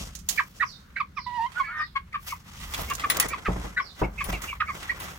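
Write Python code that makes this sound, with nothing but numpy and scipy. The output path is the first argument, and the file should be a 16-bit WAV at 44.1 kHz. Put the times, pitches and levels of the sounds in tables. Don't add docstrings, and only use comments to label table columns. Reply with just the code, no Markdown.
import sys
import numpy as np
from scipy import signal
from scipy.io import wavfile
from scipy.ndimage import uniform_filter1d

SR = 44100
rng = np.random.default_rng(int(sys.argv[2]) if len(sys.argv) > 2 else 0)


def wrap_up_sound(samples):
    columns = np.atleast_2d(samples).T
    tamed = np.clip(columns, -1, 1)
    steps = np.round(tamed * 32767).astype(np.int16)
    wavfile.write(sys.argv[1], SR, steps)


N = 228658
T = np.arange(N) / SR

# peak t/s, rise/s, fall/s, level/dB; feathers/dB, scuffs/dB, fine dust/dB re that level
SCRATCHES = [(0.01, 0.23, 0.21, -38.5, -6, -13, -16), (0.314, 0.059, 0.25, -39, -10, -11, 20),
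             (0.569, 0.055, 0.52, -54.5, -3, -20, -5), (1.602, 0.19, 0.12, -53.5, -1, 8.5, -1),
             (2.282, 0.068, 0.081, -37, -25, -6, 23.5), (2.6, 0.37, 0.84, -46, -22, -5.5, 12),
             (2.799, 0.26, 0.32, -37.5, -5.5, -1.5, 18), (3.245, 0.47, 0.16, -40, 6.5, 1.5, 8),
             (3.64, 1, 0.38, -48.5, 4.5, 1, 0), (4.006, 0.18, 0.19, -49, 2.5, 0.5, 12),
             (4.3, 0.24, 0.21, -43, 3, -0.5, 13.5), (4.45, 0.1, 0.15, -42.5, -1.5, 5, 19.5),
             (4.759, 0.2, 0.65, -46, 1, 1, 12), (5.03, 0.11, 0.44, -46, 4, -2.5, 21)]
# level/dB; feathers/dB, scuffs/dB, fine dust/dB re that level
SHUFFLE = (-74.5, -5.5, 7, 3)
# f/Hz, width/Hz, relative level/dB
GRIT_RESONANCES = [(2940, 1480, 16.5), (5380, 2560, 15), (11000, 1700, -31), (13550, 10600, -1.5)]
# f/Hz, width/Hz, relative level/dB
PANEL_RESONANCES = [(1226, 320, 3.5), (1970, 120, 5.5), (3240, 150, -5.5)]
# f/Hz, relative density level/dB per Hz
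TOWN_SPECTRUM = [(110, 6), (181, 4.5), (320, -14.5), (520, -15.5), (700, -27), (1200, -12), (2500, -26),
                 (4500, -27), (7100, -39), (16000, -32.5)]
# t/s, level/dB
WIND_LEVELS = [(0, -33.5), (.15, -47.5), (1., -54.5), (2.5, -50.5), (2.65, -42), (2.73, -47.5), (2.82, -39),
               (3.0, -45), (3.4, -52), (3.9, -57), (4.3, -39.5), (4.5, -48.5), (4.95, -47.5), (5.05, -42),
               (5.18, -54)]
# t/s, level/dB, tail t60/s, left minus right/dB, ring/dB, low part/dB re scrape
TICKS = [(0.1508, -21.5, 0.1, -17, -39, -43), (0.188, -34, 0.14, -21, -34, -36),
         (0.2876, -7, 0.11, -19, -28, -42), (.295, -10, 0.049, -13, -39, -54),
         (1.5168, -54, 0.25, -21, -28, 17), (2.128, -53, 0.04, 2, -23, 23), (2.6, -45, 1, -6.5, -6, 17),
         (2.736, -32.5, 0.074, -3, -18, 24.5), (2.7431, -27.5, 0.081, -1, -21, 18),
         (2.777, -38.5, 0.4, -6, -22, 18.5), (2.899, -18, 0.065, -4, -29, 4.5),
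         (2.9343, -20.5, 0.16, -9, -44, -31), (2.95, -15.5, 0.042, -17, -34, -26),
         (2.9948, -38.5, 0.19, -1, -26, 23.5), (3.0999, -16, 0.11, -1, -9.5, 15),
         (3.1442, -28, 0.16, 2, -30, 11), (3.1685, -5, 0.025, -13, -55, -10),
         (3.199, 2, 0.021, -12, -24.5, -3), (3.203, -9, 0.091, -3, -35, 5),
         (3.225, -24, 0.042, -19, -35, 11), (3.285, -25.5, 0.12, -20, -9.5, -21),
         (4.2415, -32.5, 0.1, -4, -1.5, 14), (4.325, -40, 0.12, -1, -8, 24),
         (4.4179, -25, 0.3, -6.5, -24, 2), (4.8278, -47, 0.065, -7, -19.5, 27),
         (5, -33.5, 0.63, -3, -8, 12)]
# f/Hz, level/dB, t60/s
MESH_MODES = [(9905, -5, .08), (10120, -13, .06), (12030, -12, .08), (14720, -17, .06), (15350, -6, .08)]
# peak t/s, rise/s, fall/s, pitch f/Hz, sag (share), level/dB, throat f/Hz at peak, at end
SQUAWKS = [(.386, 0.013, 0.012, 615, 0.067, -17, 2110, 2000),
           (0.612, 0.015, 0.03, 485.5, 0.042, -20.5, 1810, 1740),
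           (0.967, 0.0093, 0.043, 786, 0.049, -21, 1920, 2110),
           (1.59, 0.046, 0.013, 490, 0.014, -28, 1460, 1440),
           (1.655, 0.05, 0.14, 568, 0.074, -33, 2015, 1960),
           (1.698, 0.035, 0.085, 454.5, -0.216, -35.5, 1350, 1660),
           (1.815, 0.14, 0.044, 609.3, -0.065, -24, 1573, 1970),
           (2.133, 0.011, .012, 509, -0.063, -36.5, 2130, 2030),
           (2.315, 0.032, 0.043, 554, 0.12, -36, 2400, 2170),
           (2.905, 0.038, 0.031, 557, 0.017, -34, 2430, 2930),
           (3.024, 0.015, 0.016, 527, -0.014, -38, 2050, 2100),
           (3.232, .03, 0.03, 491, 0.16, -30.5, 2000, 1980),
           (3.324, 0.035, 0.031, 478.4, 0.11, -33, 2200, 2150),
           (3.458, 0.011, 0.023, 550, 0.089, -28, 1760, 2340),
           (3.779, 0.016, 0.034, 507, 0.055, -18, 1803, 1700),
           (4.043, 0.019, 0.031, 550, 0.053, -31.5, 2430, 2190),
           (4.193, 0.022, 0.048, 449, 0.35, -30.5, 2380, 2290),
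           (4.338, 0.027, .05, 474, 0.16, -32, 2550, 2080),
           (4.492, 0.024, 0.052, 489.4, 0.17, -31, 2650, 2140),
           (4.69, 0.029, 0.042, 578.6, 0.19, -32, 2090, 1980),
           (4.898, 0.0083, 0.03, 493, 0.13, -22.5, 1950, 2230)]
# peak t/s, length/s, pitch f/Hz, fall (share), level/dB;
# second harmonic/dB and half lines/dB re the fundamental
CLUCKS = [(0.3934, 0.021, 1884, 0.564, -19, -28, -33), (0.401, 0.035, 1154, 0.52, -24, -7.5, -14),
          (0.631, 0.045, 1173, 0.42, -24, -11, -12), (1.008, 0.041, 1182, 0.39, -23.5, -8.5, -25),
          (1.182, 0.062, 1129, 0.38, -29.5, -6, -20), (1.608, 0.055, 1102, 0.156, -21, -12.5, -29),
          (1.807, 0.07, 1210, 0.01, -26.5, -19.5, -19), (1.966, 0.05, 1094, 0.06, -26.5, -7, -13.5),
          (2.151, 0.049, 1181, 0.2, -24.5, -12.5, -11.5), (2.328, 0.033, 1100, 0.45, -28.5, -17, -32),
          (2.914, 0.049, 1130, 0.17, -26.5, -13, -10.5), (3.045, 0.043, 1187, 0.23, -23, -12, -12),
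          (3.19, 0.024, 1130, 0.37, -33.5, -14, -25), (3.338, 0.044, 1180, 0.41, -27.5, -5.5, -14.5),
          (3.467, 0.057, 1266, 0.343, -26.5, -9.5, -6), (3.804, 0.034, 1124, 0.2, -26, -5.5, -17),
          (4.214, 0.04, 1146, 0.22, -26, -3.5, -9.5), (4.531, 0.011, 1135, 0.1, -30, -8, -20),
          (4.608, 0.029, 1270, 0.036, -21, -7, -7), (4.621, 0.022, 1550, 0.9, -21.5, -27, -19),
          (4.696, 0.064, 1191, 0.31, -30, -12, -27), (4.922, 0.023, 1107, 0.18, -36.5, -8, -16)]
# t/s, pitch f/Hz, level/dB, second harmonic level/dB
WHINE = [(1.257, 1027, -68, -82), (1.267, 989, -31.5, -43.5), (1.3, 971, -40.5, -50.5),
         (1.37, 973, -34.5, -42.5), (1.395, 900, -24.5, -46.5), (1.42, 925, -26, -41),
         (1.455, 953, -29, -43.5), (1.468, 1060, -33, -43.5), (1.485, 1020, -52, -61)]
# multiple of pitch, level/dB re second harmonic
WHINE_OVERTONES = [(3, -12), (4, -18), (5, -20), (6, -28)]
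# t/s, left minus right/dB, delay of the left port/samples
HENS_DIRECTION = [(0.0, -6, 4), (1.45, -8.5, 1.5), (1.95, 3, -6), (3.3, -4.5, -2), (3.8, 2.5, 4),
                  (4.3, -5, -3.5)]
# t/s, length/s, start f/Hz, end f/Hz, level/dB
CHIRPS = [(0.631, 0.13, 6000, 3550, -40.5), (1.145, 0.16, 5810, 3270, -45.5), (1.76, 0.13, 5900, 3320, -49),
          (3.784, 0.15, 5940, 3570, -43)]
# t/s, level/dB, relative rattle level/dB
THUMPS = [(2.783, -33, 12), (3.244, -30.5, 6.5), (3.481, -11.5, -2.5), (3.558, -19, -3), (3.64, -25.5, 2),
          (4.014, -12.5, 4), (4.285, -19.5, -8), (4.326, -24.5, 3)]
# f/Hz, level/dB before the cut toward low modes, t60/s
FRAME_MODES = [(49.4, 10.5, 0.4), (66.7, 0.5, 0.51), (121.7, 5, 0.21), (178.5, 7.5, 0.19),
               (204.5, -8, 0.46), (299.4, -2, 0.25), (408, 12.5, 0.036), (840, -28, 0.078)]

SCRATCH_EDGE_DB, SQUAWK_EDGE_DB = 23.5, 32.5
SQUAWK_ROUND = 2.1
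SLACK_PITCH, SLACK_THROAT = 0.1444, 0.031
CLIMB_S = 0.01126
THROAT_WIDTH_HZ = 287
OCTAVE_RATIO, OCTAVE_DB = 2.15, -25
HALF_LINES_DB = -16
EFFORT_SLOPE = .3
BREATH_DB = -15.5
ROOF_T60_S, ROOF_DB, YARD_T60_S = 0.12, -7, 0.3
THUMP_DEPTH_HZ = 60
TOWN_DB = -53.5
TOP_HZ = 16100


def undb(db):
    return 10 ** (np.asarray(db) / 20)


def unit(x):
    return x / np.sqrt(np.mean(x ** 2))


def band(x, hz, width_hz, order=1):
    edges = [max(hz - width_hz / 2, 10), min(hz + width_hz / 2, .49 * SR)]
    return signal.sosfilt(signal.butter(order, edges, "bandpass", fs=SR, output="sos"), x)


def walk(rate):
    k = int(SR / rate)
    held = np.repeat(rng.standard_normal(N // k + 1), k)
    return unit(uniform_filter1d(uniform_filter1d(held, k), k)[:N])


def pan(x, db, lag=0):
    ports = np.broadcast_to(x, (2, x.shape[-1])) * undb(np.array([[1], [-1]]) * db / 2)
    return np.array([np.roll(ports[0], int(lag)), ports[1]])


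def add(out, x, s):
    i = int(s * SR)
    out[..., i:i + x.shape[-1]] += x[..., :N - i]


def ring(modes, scatter_db, length=SR // 2):
    t = T[:length]
    out = 0
    for hz, db, t60 in modes:
        gain = undb(db + scatter_db * rng.standard_normal())
        out = out + gain * np.sin(2 * np.pi * hz * t) * undb(-60 * t / t60)
    return out


def echo(x, t60, delay_s):
    t = T[:SR // 2]
    tail = rng.standard_normal((2, len(t))) * undb(-60 * t / t60) * (t > delay_s)
    return signal.fftconvolve(x[None], tail / np.sqrt(np.sum(tail ** 2) / 2), axes=1)[:, :N]


def scratching():
    def powers(db, *others_db):
        return undb(db + np.array([0, *others_db]))[:, None] ** 2

    power = powers(*SHUFFLE)
    for s, rise, fall, *db in SCRATCHES:
        distance = np.maximum((s - T) / rise, (T - s) / fall)
        power = power + powers(*db) * undb(-SCRATCH_EDGE_DB * distance) ** 2
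    return np.sqrt(power)


def rustle():
    grit_gain, feather_gain, scuff_gain, dust_gain = scratching()
    crackle_db = np.minimum(3.2 * rng.exponential(size=N), 18)
    grains = rng.standard_normal((3, N)) * undb(crackle_db + 1.36 * walk(70) + 1.44 * walk(200))
    grains = 0.64 * grains[0] + 0.77 * grains[1:]
    *coarse, dust = [undb(db + 2.2 * walk(25)) * unit(band(grains, hz, width))
                     for hz, width, db in GRIT_RESONANCES]
    coarse = sum(coarse)
    grit = (grit_gain * coarse + dust_gain * dust) / np.std(coarse + dust)
    feathers = unit(band(grains, 812, 1445, order=2)) * feather_gain
    feathers = feathers * undb(1.44 * walk(30) + 1.9 * walk(130))
    panel = sum(band(grains, hz, width) * undb(db - 3.0) for hz, width, db in PANEL_RESONANCES)
    scuffs = unit(band(grains, 1693, 1830, order=2) + panel) * scuff_gain * undb(4 * walk(60))
    return undb(0.5) * pan(grit + feathers + scuffs, 0, lag=7.9)


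def town():
    out = 0
    f, density_db = np.transpose(TOWN_SPECTRUM)
    for hz in 125 * 2 ** np.arange(0, 7.1, .5):
        mid, side = band(rng.standard_normal((2, N)), hz, hz / 3, order=2)
        gain = undb(np.interp(np.log(hz), np.log(f), density_db) + 1.95 * walk(4.98))
        spread = min((hz / 365.0) ** 2, .8)
        out = out + gain * (mid + spread * side * np.array([[1], [-1]]))
    return undb(TOWN_DB) * unit(out)


def wind():
    gust_db = np.interp(T, *np.transpose(WIND_LEVELS))
    buffet = unit(band(rng.standard_normal(N), 62, 50, order=3)) * undb(gust_db + 1.5 * walk(9))
    flap_db = 1.6 * (gust_db - gust_db.max()) - 37.5 + 1.0 * walk(25.75)
    return buffet + unit(band(rng.standard_normal(N), 163, 64, order=2)) * undb(flap_db)


def ticks():
    out, t = np.zeros((2, N)), T[:SR // 2]
    for s, db, t60, pan_db, ring_db, low_db in TICKS:
        noise = rng.standard_normal((3, len(t)))
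        noise = 0.8 * noise[0] + 0.62 * noise[1:]
        tail = undb(-60 * t / t60) * np.minimum(t / 0.0028, 1)
        crack = np.exp(-t / 0.00095) * np.minimum(t / 0.0013, 1)
        high = unit(band(noise, 5650, 4600) + 2.3 * band(noise, 6490, 1270))
        panel = sum(band(noise, hz, width) * undb(g) for hz, width, g in PANEL_RESONANCES)
        low = unit(band(noise, 2690, 2030) + panel)
        scrape = 0.41 * 0.34 * (tail + crack) * (high + undb(low_db) * low)
        snap_shape = 0.18 * np.exp(-t / 0.0032) * np.minimum(t / 0.0017, 1)
        snap = snap_shape * unit(band(noise, 14300, 4500))
        wire = undb(ring_db) * ring(MESH_MODES, scatter_db=3.0)
        tick = pan(snap, 9.9) + pan(scrape, pan_db, lag=rng.normal(10, 14)) + pan(wire, 21.0)
        add(out, undb(db) * tick, s)
    return out


def note(rows, jitter, flutter_db, fade_s=0.0019):
    s, hz, *columns = np.transpose(rows)
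    t = np.arange(s[0], s[-1], 1 / SR)
    wander = uniform_filter1d(rng.standard_normal((2, len(t))), size=120, axis=1) * 11
    pitch = np.interp(t, s, hz)
    phase = 2 * np.pi * np.cumsum(pitch * (1 + jitter * wander[0])) / SR
    fade = np.clip(np.minimum(t - s[0], s[-1] - t) / fade_s, 0, 1) * undb(flutter_db * wander[1])
    return phase, fade * np.sqrt(2), [np.interp(t, s, c) for c in columns]


def squawk_course(s, rise, fall, hz, sag, db, throat_hz, end_hz):
    u = np.linspace(-1, 1, 21)
    slack = np.abs(u) ** SQUAWK_ROUND
    climb = SLACK_PITCH * np.exp(-(1 + u) * rise / CLIMB_S)
    pitch = hz * (1 - np.where(u < 0, climb, sag * u))
    throat = np.where(u < 0, throat_hz * (1 - SLACK_THROAT * slack), throat_hz + (end_hz - throat_hz) * u)
    return np.transpose([s + u * np.where(u < 0, rise, fall), pitch, db - SQUAWK_EDGE_DB * slack, throat])


def squawks(out):
    for row in SQUAWKS:
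        rows = squawk_course(*row)
        phase, fade, (db, throat) = note(rows, jitter=0.018, flutter_db=0.5)
        k = np.arange(1, 10.1, .5)[:, None]
        line_hz = k * np.gradient(phase) * SR / (2 * np.pi)
        unsteady = 42 * uniform_filter1d(rng.standard_normal((2, len(k), len(db))), size=400, axis=2)
        filtered = np.exp(-((line_hz - throat) / THROAT_WIDTH_HZ) ** 2)
        octave = undb(OCTAVE_DB) * np.exp(-((line_hz - OCTAVE_RATIO * throat) / THROAT_WIDTH_HZ) ** 2)
        line_gain = (filtered + octave) * undb(unsteady + 2 * (k % 1) * HALF_LINES_DB)
        buzz = np.sum(line_gain * np.sin(k * phase + k * k + unsteady / 21.0), axis=1)
        rasp = undb(-21) * unit(band(rng.standard_normal(len(db)), np.mean(throat), 1300, order=4))
        add(out, fade * undb(db) * (buzz + rasp), rows[0][0])


def cluck(length, hz, fall, second_db, half_db):
    u = np.arange(-.4, .6, 1 / SR / length)
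    wander = uniform_filter1d(rng.standard_normal((2, len(u))), size=60, axis=1) * 8
    pitch = hz * np.exp(-fall * np.tanh(3.61 * u) / 2 + 0.017 * wander[0])
    phase = 2 * np.pi * np.cumsum(pitch) / SR
    upper = np.sin(2 * phase) + undb(-14.5) * np.sin(3 * phase + wander[1] / 2)
    upper = upper + undb(-19.5) * np.sin(4 * phase + wander[1])
    rasp = unit(band(rng.standard_normal(len(u)), 1960, 1660, order=3))
    halves = np.sin(3 * phase / 2) + 0.67 * rasp
    shape = np.exp(-np.abs(u / np.where(u < 0, .17, .26)) ** 2.5) * undb(1.5 * walk(90)[:len(u)])
    colour = undb(1.03 * wander[1]) * (undb(second_db) * upper + undb(half_db) * halves)
    return np.sqrt(2) * shape * (np.sin(phase) + colour)


def clucks(out):
    for s, length, hz, fall, db, second_db, half_db in CLUCKS:
        sound = undb(db) * cluck(length, hz, fall, second_db, half_db)
        add(out, pan(sound, rng.normal(0, 2)), s - .4 * length)


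def whine(out):
    phase, fade, (first_db, second_db) = note(WHINE, jitter=0.011, flutter_db=0.1)
    n = len(phase)
    effort_db = first_db - first_db.max()
    upper = np.sin(2 * phase)
    for k, db in WHINE_OVERTONES:
        gain = undb(db + EFFORT_SLOPE * (k - 3.0) * effort_db + 4.6 * walk(82.0)[:n])
        upper = upper + gain * np.sin(k * phase + 0.3 * walk(180)[:n])
    breath = (1 + np.sin(phase)) * unit(band(rng.standard_normal(n), 2900, 1800))
    upper = upper + undb(BREATH_DB) * breath
    add(out, fade * (undb(first_db) * np.sin(phase) + undb(second_db) * upper), WHINE[0][0])


def hens():
    calls = np.zeros((2, N))
    squawks(calls)
    clucks(calls)
    whine(calls)
    s, pan_db, lag = np.transpose(HENS_DIRECTION)
    late_left = np.interp(T - np.interp(T, s, lag) / SR, T, calls[0])
    direct = pan(np.array([late_left, calls[1]]), np.interp(T, s, pan_db))
    return direct + undb(ROOF_DB) * echo(calls[1], ROOF_T60_S, 0.0047)


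def sparrows():
    out = np.zeros(N)
    for s, length, start_hz, end_hz, db in CHIRPS:
        u = np.arange(0, 1, 1 / SR / length)
        trill = .07 * np.sin(2 * np.pi * 60 * u * length)
        husk = .045 * walk(250)[:len(u)]
        hz = (start_hz + (end_hz - start_hz) * u) * (1 + trill + husk)
        swell = undb(db + 2.4 * walk(110)[:len(u)]) * np.sin(np.pi * u) ** 1.28
        add(out, swell * np.sin(2 * np.pi * np.cumsum(hz) / SR), s)
    return pan(0.37 * out + echo(out, YARD_T60_S, 0.00031), -8.5)


def thumps():
    out, t = np.zeros((2, N)), T[:SR // 2]
    reached = [(hz, db - 10 * np.log10(1 + (THUMP_DEPTH_HZ / hz) ** 4), t60) for hz, db, t60 in FRAME_MODES]
    for s, db, rattle_db in THUMPS:
        push = np.abs(rng.standard_normal(len(t))) * np.exp(-t / 0.00064)
        push = push + 0.074 * rng.standard_normal(len(t)) * np.exp(-t / 0.022)
        body = signal.fftconvolve(ring(reached, scatter_db=1.5), push)[:len(t)]
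        noise = rng.standard_normal((3, len(t)))
        rattle = unit(band(noise[0] + 2.45 * noise[1:], 625, 830, order=3))
        rattle = 0.33 * rattle * undb(rattle_db - 60 * t / 0.18)
        add(out, undb(db) * (body / np.abs(body).max() + rattle) * np.minimum(t / 0.0058, 1), s)
    return out


def scene():
    return rustle() + town() + wind() + ticks() + hens() + sparrows() + thumps()


def record(dry):
    return signal.sosfilt(signal.ellip(10, .3, 70, TOP_HZ, fs=SR, output="sos"), dry)


dry = scene()
out = record(dry)
wrap_up_sound(out)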